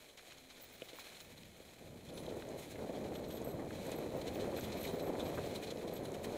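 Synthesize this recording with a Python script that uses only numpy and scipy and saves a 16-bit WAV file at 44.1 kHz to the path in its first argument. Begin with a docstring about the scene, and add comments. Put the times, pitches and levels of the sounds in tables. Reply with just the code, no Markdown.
"""Dry leaves crackle and swish as a mountain bike coasts over them, down a forest trail.
The tyres burst heaps of leaves, snap twigs and flick stones. A faint hum comes and goes, the brake
pads make the discs squeak softly, and bumps knock through the frame. It is all heard from a camera
in a closed case on the rider: as the bike gathers speed, air and shaking from the trail beat on
the case and grow into a hollow rush."""
import sys
import numpy as np
from scipy import signal
from scipy.fft import rfft, irfft, next_fast_len
from scipy.io import wavfile

SR = 44100
rng = np.random.default_rng(int(sys.argv[2]) if len(sys.argv) > 2 else 0)


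def wav_out(sig):
    """Save sig, one row per channel (or a flat mono array), as 16-bit PCM at SR to the path in sys.argv[1]."""
    wavfile.write(sys.argv[1], SR, np.round(np.clip(np.atleast_2d(sig).T, -1, 1) * 32767).astype(np.int16))


N = 280917

# Levels in the tables are relative: the functions may turn a whole layer up or down.
# how deep the leaves lie, given as how loudly they crackle: t/s, level/dB
LEAF_DEPTH = [(0.0, -60.5), (0.18, -68), (0.27, -58.5), (0.48, -66), (0.57, -59.5), (0.74, -60.5),
              (0.95, -57.5), (1.13, -56), (1.24, -62), (1.6, -62.5), (2.04, -64.5), (2.15, -60.5),
              (3.54, -62), (3.65, -63), (3.74, -57), (3.83, -55.5), (4.12, -58.5), (4.5, -57.5),
              (4.78, -53), (4.96, -59), (5.16, -59.5), (5.23, -57.5), (5.45, -53.5), (5.71, -60),
              (5.8, -58), (5.97, -59.5), (6.03, -62), (6.22, -60.5), (6.36, -56.5)]
# tone of leaf stems breaking: f/Hz, level/dB
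STEM_TONE = [(200, -15), (650, 4.5), (1000, -5.5), (1400, -7), (2200, -0.5), (3500, 1.5), (4300, -3),
             (5500, -7.5), (9000, -15), (16000, -42.5)]
# tone of leaf blades crumbling: f/Hz, level/dB
BLADE_TONE = [(500, -7.5), (2500, 1), (5000, -3.5), (7500, 0), (9500, -2), (12000, -1.5), (15000, -8),
              (16000, -9)]
# pitches the camera case boosts or blocks: f/Hz, width/Hz, gain/dB
CASE_BANDS = [(2410, 650, 3.5), (2760, 182, -9), (3410, 3100, -3.5), (4125, 604, 10.5), (4475, 1070, -5),
              (6620, 1000, 4)]
# hollow rush on the case, growing with speed and rough ground: t/s, level/dB
RUSH_CURVE = [(0.0, -66.5), (0.52, -67.5), (0.58, -61.5), (0.66, -66), (0.86, -66), (0.92, -63.5),
              (1.35, -64.5), (1.785, -63), (1.81, -58.5), (1.96, -57.5), (2.0, -61), (2.075, -61),
              (2.095, -51.5), (2.17, -51.5), (2.28, -47), (2.43, -49.5), (2.53, -47.5), (2.57, -49.5),
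              (2.7, -55.5), (2.8, -46), (3.03, -44), (3.29, -47.5), (3.41, -45.5), (3.56, -43.5),
              (3.66, -46.5), (3.84, -47.5), (3.99, -41.5), (4.11, -45.5), (4.19, -42.5), (4.38, -45),
              (4.415, -39.5), (4.63, -46), (4.93, -42), (5.0, -42.5), (5.12, -39), (5.17, -41.5),
              (5.26, -39.5), (5.37, -45.5), (5.48, -43.5), (5.61, -47.5), (5.78, -45.5), (6.36, -45)]
# tone of that rush: f/Hz, level/dB
RUSH_TONE = [(60, -19), (200, -3.5), (330, 0), (480, 1.36), (600, -0.5), (720, -6), (900, -13),
             (1200, -20.5), (1800, -29.5), (4000, -54), (16000, -58)]
# low wind beating on the case: t/s, level/dB
WIND_CURVE = [(0.0, -77), (0.78, -66), (1.09, -74), (1.35, -60), (1.785, -66), (1.81, -58), (2.07, -56.5),
              (2.1, -52), (2.35, -52), (2.59, -56), (3.02, -49.5), (5.31, -48.5), (5.5, -52), (6.36, -50)]
# tone of that wind: f/Hz, level/dB
WIND_TONE = [(15, -23.5), (35, -14.5), (80, -2.5), (150, -3), (240, -4), (400, -16), (900, -48.5),
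             (16000, -79)]
# tone of the tread grinding soil: f/Hz, level/dB
GRIT_TONE = [(200, -27.5), (600, 4.5), (1200, -3.5), (1800, 5), (2400, 1), (3500, -16), (6000, -40),
             (16000, -43)]
# tone of the microphones' hiss: f/Hz, level/dB
HISS_TONE = [(100, -26), (600, -15), (2000, -28), (4000, -14), (6500, -4.5), (9000, 10), (14000, 5.5),
             (16000, -5.5)]
# big heaps of leaves bursting: t/s, level/dB, swish against that level/dB, length/s, stem f/Hz
BIG_HEAPS = [(0.09, -52.5, -18, 0.026, 3400), (0.178, -46.5, -18, 0.026, 2350),
             (0.312, -50, -26, 0.014, 2400), (0.375, -52.5, -26, 0.015, 3380),
             (0.559, -56, -26, 0.025, 3600), (0.89, -45, -19, 0.014, 3720), (0.996, -46, -16, 0.029, 2450),
             (1.13, -52, -21, 0.011, 2400), (1.169, -48.5, -19, 0.0089, 4000),
             (1.205, -47.5, -11, 0.013, 4200), (1.379, -50, -16, 0.0099, 3900),
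             (2.089, -50.5, -15, 0.019, 3500), (2.176, -45.5, -13, 0.018, 3730),
             (2.262, -50, -13, 0.006, 3450), (2.291, -47, -22, 0.0064, 3640), (2.371, -61, -1, 0.009, 3500),
             (2.587, -52.5, -3.5, 0.036, 3460), (2.627, -52.5, -8, 0.04, 2400),
             (2.677, -63, -4, 0.023, 3500), (2.708, -59, 3, 0.024, 3900), (2.946, -52, -21, 0.029, 3300),
             (3.039, -50.5, -22, 0.034, 2450), (3.155, -43.5, -21, 0.0094, 3300),
             (3.243, -52, -24, 0.029, 4150), (3.306, -46, -17, 0.017, 3420),
             (3.374, -47.5, -27, 0.0095, 3400), (3.506, -54, -22, 0.016, 4000),
             (3.916, -45.5, -14, 0.029, 2280), (4.216, -42.5, -17, 0.0082, 4150),
             (4.279, -44, -15, 0.013, 4300), (4.406, -47.5, -14, 0.047, 1700),
             (4.567, -43, -16, 0.021, 2400), (4.642, -43.5, -15, 0.013, 3400),
             (4.839, -42, -26, 0.025, 2220), (4.873, -46, -10, 0.045, 3800), (4.998, -46, -17, 0.02, 3960),
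             (5.198, -43.5, -16, 0.028, 3400), (5.256, -46, -31, 0.047, 2350),
             (5.556, -45, -8.5, 0.02, 3900), (5.63, -45, -11.5, 0.029, 2300),
             (5.672, -46, -19, 0.034, 4100), (5.708, -45, -14, 0.011, 3500),
             (5.878, -44.5, -21, 0.01, 3450), (5.965, -47.5, -23, 0.022, 3500),
             (6.054, -43.5, -15, 0.0088, 3980), (6.144, -44.5, -14.5, 0.014, 1700),
             (6.244, -41.5, -10.5, .016, 1900)]
# tone of a bursting heap: f/Hz, level/dB
HEAP_TONE = [(300, -15), (700, 0), (1300, -2), (2300, -1.5), (3000, 5.5), (3400, 4.5), (4200, 1),
             (5200, -4), (9000, -12), (16000, -72)]
# twigs snapping under the tyres: t/s, level/dB, f/Hz, width/Hz, tearing time/s
TWIG_SNAPS = [(0.1742, -52, 5500, 3300, .0022), (0.3825, -51, 4200, 2900, .0022),
              (0.9325, -49, 3300, 2200, .0022), (1.2035, -49, 5500, 3300, .0022),
              (1.433, -48, 3200, 1900, .0022), (2.2635, -47, 3450, 700, .003),
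              (2.4225, -44.5, 3300, 1200, .0022), (2.489, -53, 6500, 4000, .0022),
              (3.417, -53, 6500, 4000, .0022), (3.867, -49, 8500, 5200, .0022),
              (3.917, -43, 8000, 4900, .0022), (4.349, -49, 5500, 3300, .0022),
              (4.356, -43, 3200, 1500, .0022), (4.6094, -46, 5000, 3000, .0022),
              (4.851, -42, 2200, 500, .006), (5.203, -43, 3500, 800, .006), (5.632, -44, 2300, 700, .004),
              (5.772, -48, 3800, 2300, .0022), (6.119, -50, 8500, 5200, .0016)]
# stones clacking under the tyres: t/s, level/dB, f/Hz
STONE_HITS = [(0.192, -52, 1610), (0.984, -46, 1080), (1.119, -53, 900), (2.4205, -48, 1550),
              (2.755, -48.5, 2140), (3.705, -45.5, 1620), (4.525, -42, 960), (4.586, -43.5, 1520),
              (5.3256, -43, 940), (5.3729, -40, 1190), (5.379, -44.5, 1550), (5.385, -43, 1220)]
# the ways a stone rings: multiple of its pitch, level/dB, time to fade by 60 dB/s
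STONE_RINGS = [(.78, 9, 0.027), (1, 16, 0.017), (1.27, 10, 0.02), (1.7, 8, .01)]
# brake pads touching the discs: t/s, length/s, f/Hz, level/dB
PAD_TOUCHES = [(0.615, 0.016, 15130, -58), (0.729, 0.01, 15090, -62), (0.842, .008, 15050, -67),
               (0.954, .008, 15050, -67), (0.985, 0.016, 15200, -65), (1.213, 0.016, 15090, -67),
               (2.14, 0.035, 9990, -63.5), (2.192, 0.013, 9990, -59), (3.148, 0.028, 11880, -65),
               (3.287, 0.088, 11900, -61.5), (3.445, 0.078, 11890, -62), (3.844, 0.06, 11870, -66.5),
               (3.954, 0.04, 11840, -63), (4.17, 0.014, 15020, -64.5), (4.338, 0.026, 14900, -61.5),
               (4.568, 0.03, 11880, -58.5), (4.625, 0.025, 11880, -62.5), (4.774, 0.085, 11900, -56.5),
               (4.815, 0.012, 10100, -62), (4.922, 0.018, 14950, -59.5), (4.964, 0.03, 11820, -62),
               (5.025, 0.06, 11890, -62), (5.235, 0.055, 11780, -60.5), (5.342, 0.025, 11850, -65),
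               (5.457, 0.03, 14930, -66), (5.938, 0.028, 11850, -57.5), (6.038, 0.016, 9990, -60)]
# bumps knocking through the frame: t/s, level/dB, metal clack against that level/dB
BUMPS = [(0.8195, -33, -3.5), (0.931, -42, -7), (1.602, -45, -16), (2.126, -40.5, -30), (2.281, -33, -30),
         (2.323, -33, -30), (2.478, -36, -30), (2.895, -28, -24), (2.979, -33, -30), (3.114, -32.5, -30),
         (3.341, -30.5, -30), (3.471, -32, -28), (3.882, -33, -30), (4.150, -29.5, -30),
         (4.243, -29.5, -30), (4.396, -30, -30), (4.421, -29.5, -30), (4.889, -34, -30), (4.976, -31, -30),
         (5.010, -30, -30), (5.094, -30, -30), (5.146, -30, -30), (5.227, -30.5, -30), (5.473, -30, -30),
         (5.526, -32.5, -20), (5.722, -32, -30), (5.758, -31.5, -30), (5.897, -31, -30)]
# the ways the frame rings: f/Hz, level/dB, time to fade by 60 dB/s
FRAME_RINGS = [(170, -13, .03), (330, -6, .025), (490, -5, .045), (650, -10, .04)]
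# the ways metal parts ring when they meet: f/Hz, level/dB, time to fade by 60 dB/s
METAL_RINGS = [(1500, -18, .012), (2137, -17, .025), (2514, -8, .026), (2990, -6, .018), (3450, -6, .012)]


def from_db(db):
    """Turn decibels into a number to multiply a sound by."""
    return 10 ** (np.asarray(db) / 20)


def rms_one(x):
    """Scale a signal so that its average power is 1."""
    return x / np.sqrt(np.mean(x ** 2) + 1e-20)


def in_time(curve):
    """Join a curve's points with straight lines, giving a level for every sample."""
    times, levels = np.transpose(curve)
    return np.interp(np.arange(N) / SR, times, levels)


def coloured(x, tone):
    """Give a sound the tone in a table, and an average power of 1."""
    size = 2 * next_fast_len(N // 2 + SR // 4)
    hz, db = np.transpose(tone)
    grid_hz = np.maximum(np.arange(size // 2 + 1) * SR / size, 1)
    gain = from_db(np.interp(np.log(grid_hz), np.log(hz), db))
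    # make the filter ring only after each click, never before it (minimum phase)
    cepstrum = irfft(np.log(gain))
    cepstrum[1:size // 2] *= 2
    cepstrum[size // 2 + 1:] = 0
    return rms_one(irfft(rfft(x, size) * np.exp(rfft(cepstrum)))[:N])


def drift(rate_hz):
    """A smooth random wobble about 1 in size; a higher rate wobbles faster."""
    step = 40  # samples between random values
    r = np.exp(-2 * np.pi * step * rate_hz / SR)
    noise = rng.standard_normal(N // step + 2002)
    slow = signal.lfilter([1], [1, -2 * r, r * r], noise)[2000:]  # skip while the filter settles
    return np.interp(np.arange(N) / step, np.arange(len(slow)), rms_one(slow))


def grains(per_s, spread_db):
    """Tiny clicks at random moments, many weak and a few strong."""
    sizes = from_db(spread_db * np.minimum(rng.exponential(1, N), 4))
    return rms_one(sizes * rng.choice([-1, 1], N) * (rng.random(N) < per_s / SR))


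def dulled(x, top_hz):
    """Soften a sound by fading out the pitches above top_hz."""
    return signal.sosfilt(signal.butter(4, top_hz, fs=SR, output="sos"), x)


def resonate(x, hz, width_hz, db):
    """Boost or cut a band around one pitch."""
    a, g, c = np.pi * width_hz / SR, from_db(db / 2), -2 * np.cos(2 * np.pi * hz / SR)
    return signal.lfilter([1 + a * g, c, 1 - a * g], [1 + a / g, c, 1 - a / g], x)


def strike(times, levels_db, rings):
    """Blows make an object ring at several pitches, in a slightly different mix each time."""
    out, at = np.zeros(N), np.round(np.asarray(times) * SR).astype(int)
    for k, (hz, db, fade_s) in enumerate(rings):
        clicks = np.zeros(N)
        direction = (-1) ** k  # neighbouring pitches start by swinging opposite ways
        clicks[at] = direction * from_db(levels_db + db + rng.standard_normal(len(at)))
        decay, turn = from_db(-60 / (fade_s * SR)), 2 * np.pi * hz / SR
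        out += signal.lfilter([.5, 0, -.5], [1, -2 * decay * np.cos(turn), decay ** 2], clicks + 1e-18)
    return out


def crunch_swell(times, levels_db, lengths, rise_s):
    """How loud heaps are over time: each gives way quickly, then dies off over its length."""
    t, power = np.arange(N) / SR, np.zeros(N)
    for s, db, length in zip(times, levels_db, lengths):
        near = slice(max(int((s - rise_s) * SR), 0), int((s + 4 * length) * SR))
        age = t[near] - s
        shape = np.clip(1 + age / rise_s, 0, 1) * np.exp(-(np.maximum(age, 0) / length) ** 2)
        power[near] += (from_db(db) * shape) ** 2
    return np.sqrt(power)


def leaves(depth_db):
    """Stems break in clumps of rough snaps; the blades crumble in a finer, smoother swish."""
    clumps = .8 * drift(35) + .6 * drift(120)
    snaps = grains(per_s=2600, spread_db=2.5) + 0.88 * rng.standard_normal(N)
    crackle = coloured(snaps, STEM_TONE) * from_db(depth_db - 1.5 + 1.63 * clumps)
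    usual_depth_db, usual_swish_db = -60, -64.5
    ground_swish = from_db(usual_swish_db + 0.7 * (depth_db - usual_depth_db) + 1.17 * clumps)
    times, heap_db, swish_db, lengths, _ = np.transpose(BIG_HEAPS)
    heap_swish = crunch_swell(times, heap_db + swish_db, lengths, rise_s=0.017)
    crumbs = grains(per_s=7000, spread_db=0.5) + 0.39 * rng.standard_normal(N) + .5 * snaps
    return crackle + coloured(crumbs, BLADE_TONE) * np.hypot(ground_swish, heap_swish)


def camera_case(x):
    """The plastic case rings at some pitches and blocks others."""
    for hz, width_hz, db in CASE_BANDS:
        x = resonate(x, hz, width_hz, db)
    return x


def rush(rush_db, wind_db):
    """Swirling air and jolts tap on the case: a lumpy, hollow roar over low wind and a faint rumble."""
    taps = grains(per_s=2600, spread_db=2.5) + .5 * rng.standard_normal(N)
    roar = coloured(taps * from_db(0.63 * drift(33)), RUSH_TONE)
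    wind = coloured(rng.standard_normal(N) * from_db(drift(1.7)), WIND_TONE)
    rumble = rms_one(dulled(rng.standard_normal(N), top_hz=69))
    return roar * from_db(rush_db) + wind * from_db(wind_db - 1) + rumble * from_db(-77.5)


def grit(rush_db):
    """The tread grinds the soil harder as the speed, and with it the rush, rises."""
    grinding = grains(per_s=1300, spread_db=5) * from_db(2.7 * drift(35))
    return coloured(grinding, GRIT_TONE) * from_db(rush_db - 21)


def hiss():
    """Each of the two microphones adds a faint, steady hiss of its own."""
    return np.array([coloured(rng.standard_normal(N), HISS_TONE) for _ in range(2)]) * from_db(-82)


def small_heaps(depth_db, per_s, spread_db, length_s):
    """How loud small heaps are over time: they burst at random, louder where the leaves lie deep."""
    at = np.flatnonzero(rng.random(N) < per_s / SR)
    levels_db = depth_db + 5 + spread_db * rng.standard_normal(N)
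    return crunch_swell(at / SR, levels_db[at], np.full(len(at), length_s), rise_s=0.0011)


def heaps(depth_db):
    """Heaps of leaves burst in sharp snaps; each big one crackles around the pitch of its own stems."""
    snaps = grains(per_s=2500, spread_db=1.5) + .5 * rng.standard_normal(N)
    crackle = coloured(snaps, HEAP_TONE)
    out = crackle * small_heaps(depth_db, per_s=6.5, spread_db=4, length_s=0.021)
    for s, heap_db, _, length, stem_hz in BIG_HEAPS:
        burst = crackle * crunch_swell([s], [heap_db], [length], rise_s=0.0064)
        out += resonate(burst + 1e-18, stem_hz, width_hz=650, db=7)
    return out * from_db(-9)


def twigs():
    """Dry fibres tear in an instant; thin twigs snap high and bright, thick ones with a woody ring."""
    out = np.zeros(N)
    for s, db, hz, width_hz, tear_s in TWIG_SNAPS:
        age = np.arange(int(10 * tear_s * SR)) / SR
        band = signal.butter(2, [hz - width_hz / 2, hz + width_hz / 2], "band", fs=SR, output="sos")
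        fibres = rms_one(signal.sosfilt(band, rng.standard_normal(len(age))))
        at = int(s * SR)
        out[at:at + len(age)] += from_db(db) * np.exp(-age / tear_s) * fibres
    return out


def stones():
    """Loose stones click against each other, the small ones higher."""
    out = np.zeros(N)
    for s, db, hz in STONE_HITS:
        rings = [(hz * multiple, ring_db, fade_s) for multiple, ring_db, fade_s in STONE_RINGS]
        out += strike([s + 0.00183], db - 13.5, rings)
    return dulled(out, top_hz=2600)


def hum(start_s, length_s, hz, db):
    """A faint, low hum swells and fades."""
    t = np.arange(N) / SR
    progress = np.clip((t - start_s) / length_s, 0, 1)
    swell = np.sqrt(np.abs(np.sin(np.pi * progress)))
    return from_db(db) * swell * np.sin(2 * np.pi * hz * t)


def brakes(rise_s, fade_s, waver_hz, rasp_hz, slip_hz):
    """A dragging pad makes its disc sing one high, raspy note."""
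    t, out = np.arange(N) / SR, np.zeros(N)
    wobble_hz = waver_hz * drift(90) + rasp_hz * drift(700)
    flutter = from_db(4.9 * drift(140))
    for s, length, hz, db in PAD_TOUCHES:
        near = slice(int((s - rise_s) * SR), int((s + length + .15) * SR))
        age = t[near] - s
        shape = np.clip(1 + age / rise_s, 0, 1) * np.exp(-np.maximum(age - length, 0) / fade_s)
        phase = 2 * np.pi * np.cumsum(hz + wobble_hz[near]) / SR
        # the pad sticks and slips, adding a weaker note below and another above
        slip = 2 * np.pi * slip_hz * age
        side_notes = from_db(-9.5) * np.sin(phase - slip) + from_db(-15) * np.sin(phase + slip)
        out[near] += from_db(db) * shape * flutter[near] * (np.sin(phase) + side_notes)
    return out


def knocks(bounce_s, bounce_db):
    """A bump thuds through the frame, which bounces back; a hard stop adds a metal clack."""
    times, db, clack_db = np.transpose(BUMPS)
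    thud = strike(times - .001, db, FRAME_RINGS)
    bounce = strike(times + bounce_s, db + bounce_db, FRAME_RINGS)
    clack = strike(times, db + clack_db, METAL_RINGS)
    return dulled(thud + bounce, top_hz=950) + dulled(clack, top_hz=4200)


def scene():
    """Both microphones hear the same ride; only their hiss differs."""
    depth_db = in_time(LEAF_DEPTH)
    jolts_db = 1.35 * drift(33)  # small jolts shake the case and press the tread into the soil at once
    rush_db = in_time(RUSH_CURVE) + jolts_db
    tyres = camera_case(leaves(depth_db) + heaps(depth_db) + grit(rush_db) + twigs())
    blows = knocks(bounce_s=.0065, bounce_db=-10) + stones()
    squeaks = brakes(rise_s=0.009, fade_s=.017, waver_hz=30, rasp_hz=165, slip_hz=3830)
    air = rush(rush_db, in_time(WIND_CURVE))
    return tyres + air + blows + squeaks + hum(start_s=0.33, length_s=0.31, hz=262, db=-67) + hiss()


def record(dry):
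    """The very highest treble is cut off steeply."""
    cutoff_hz = 15650
    return signal.sosfilt(signal.ellip(12, .1, 80, cutoff_hz, fs=SR, output="sos"), dry)


dry = scene()
out = record(dry)
wav_out(out)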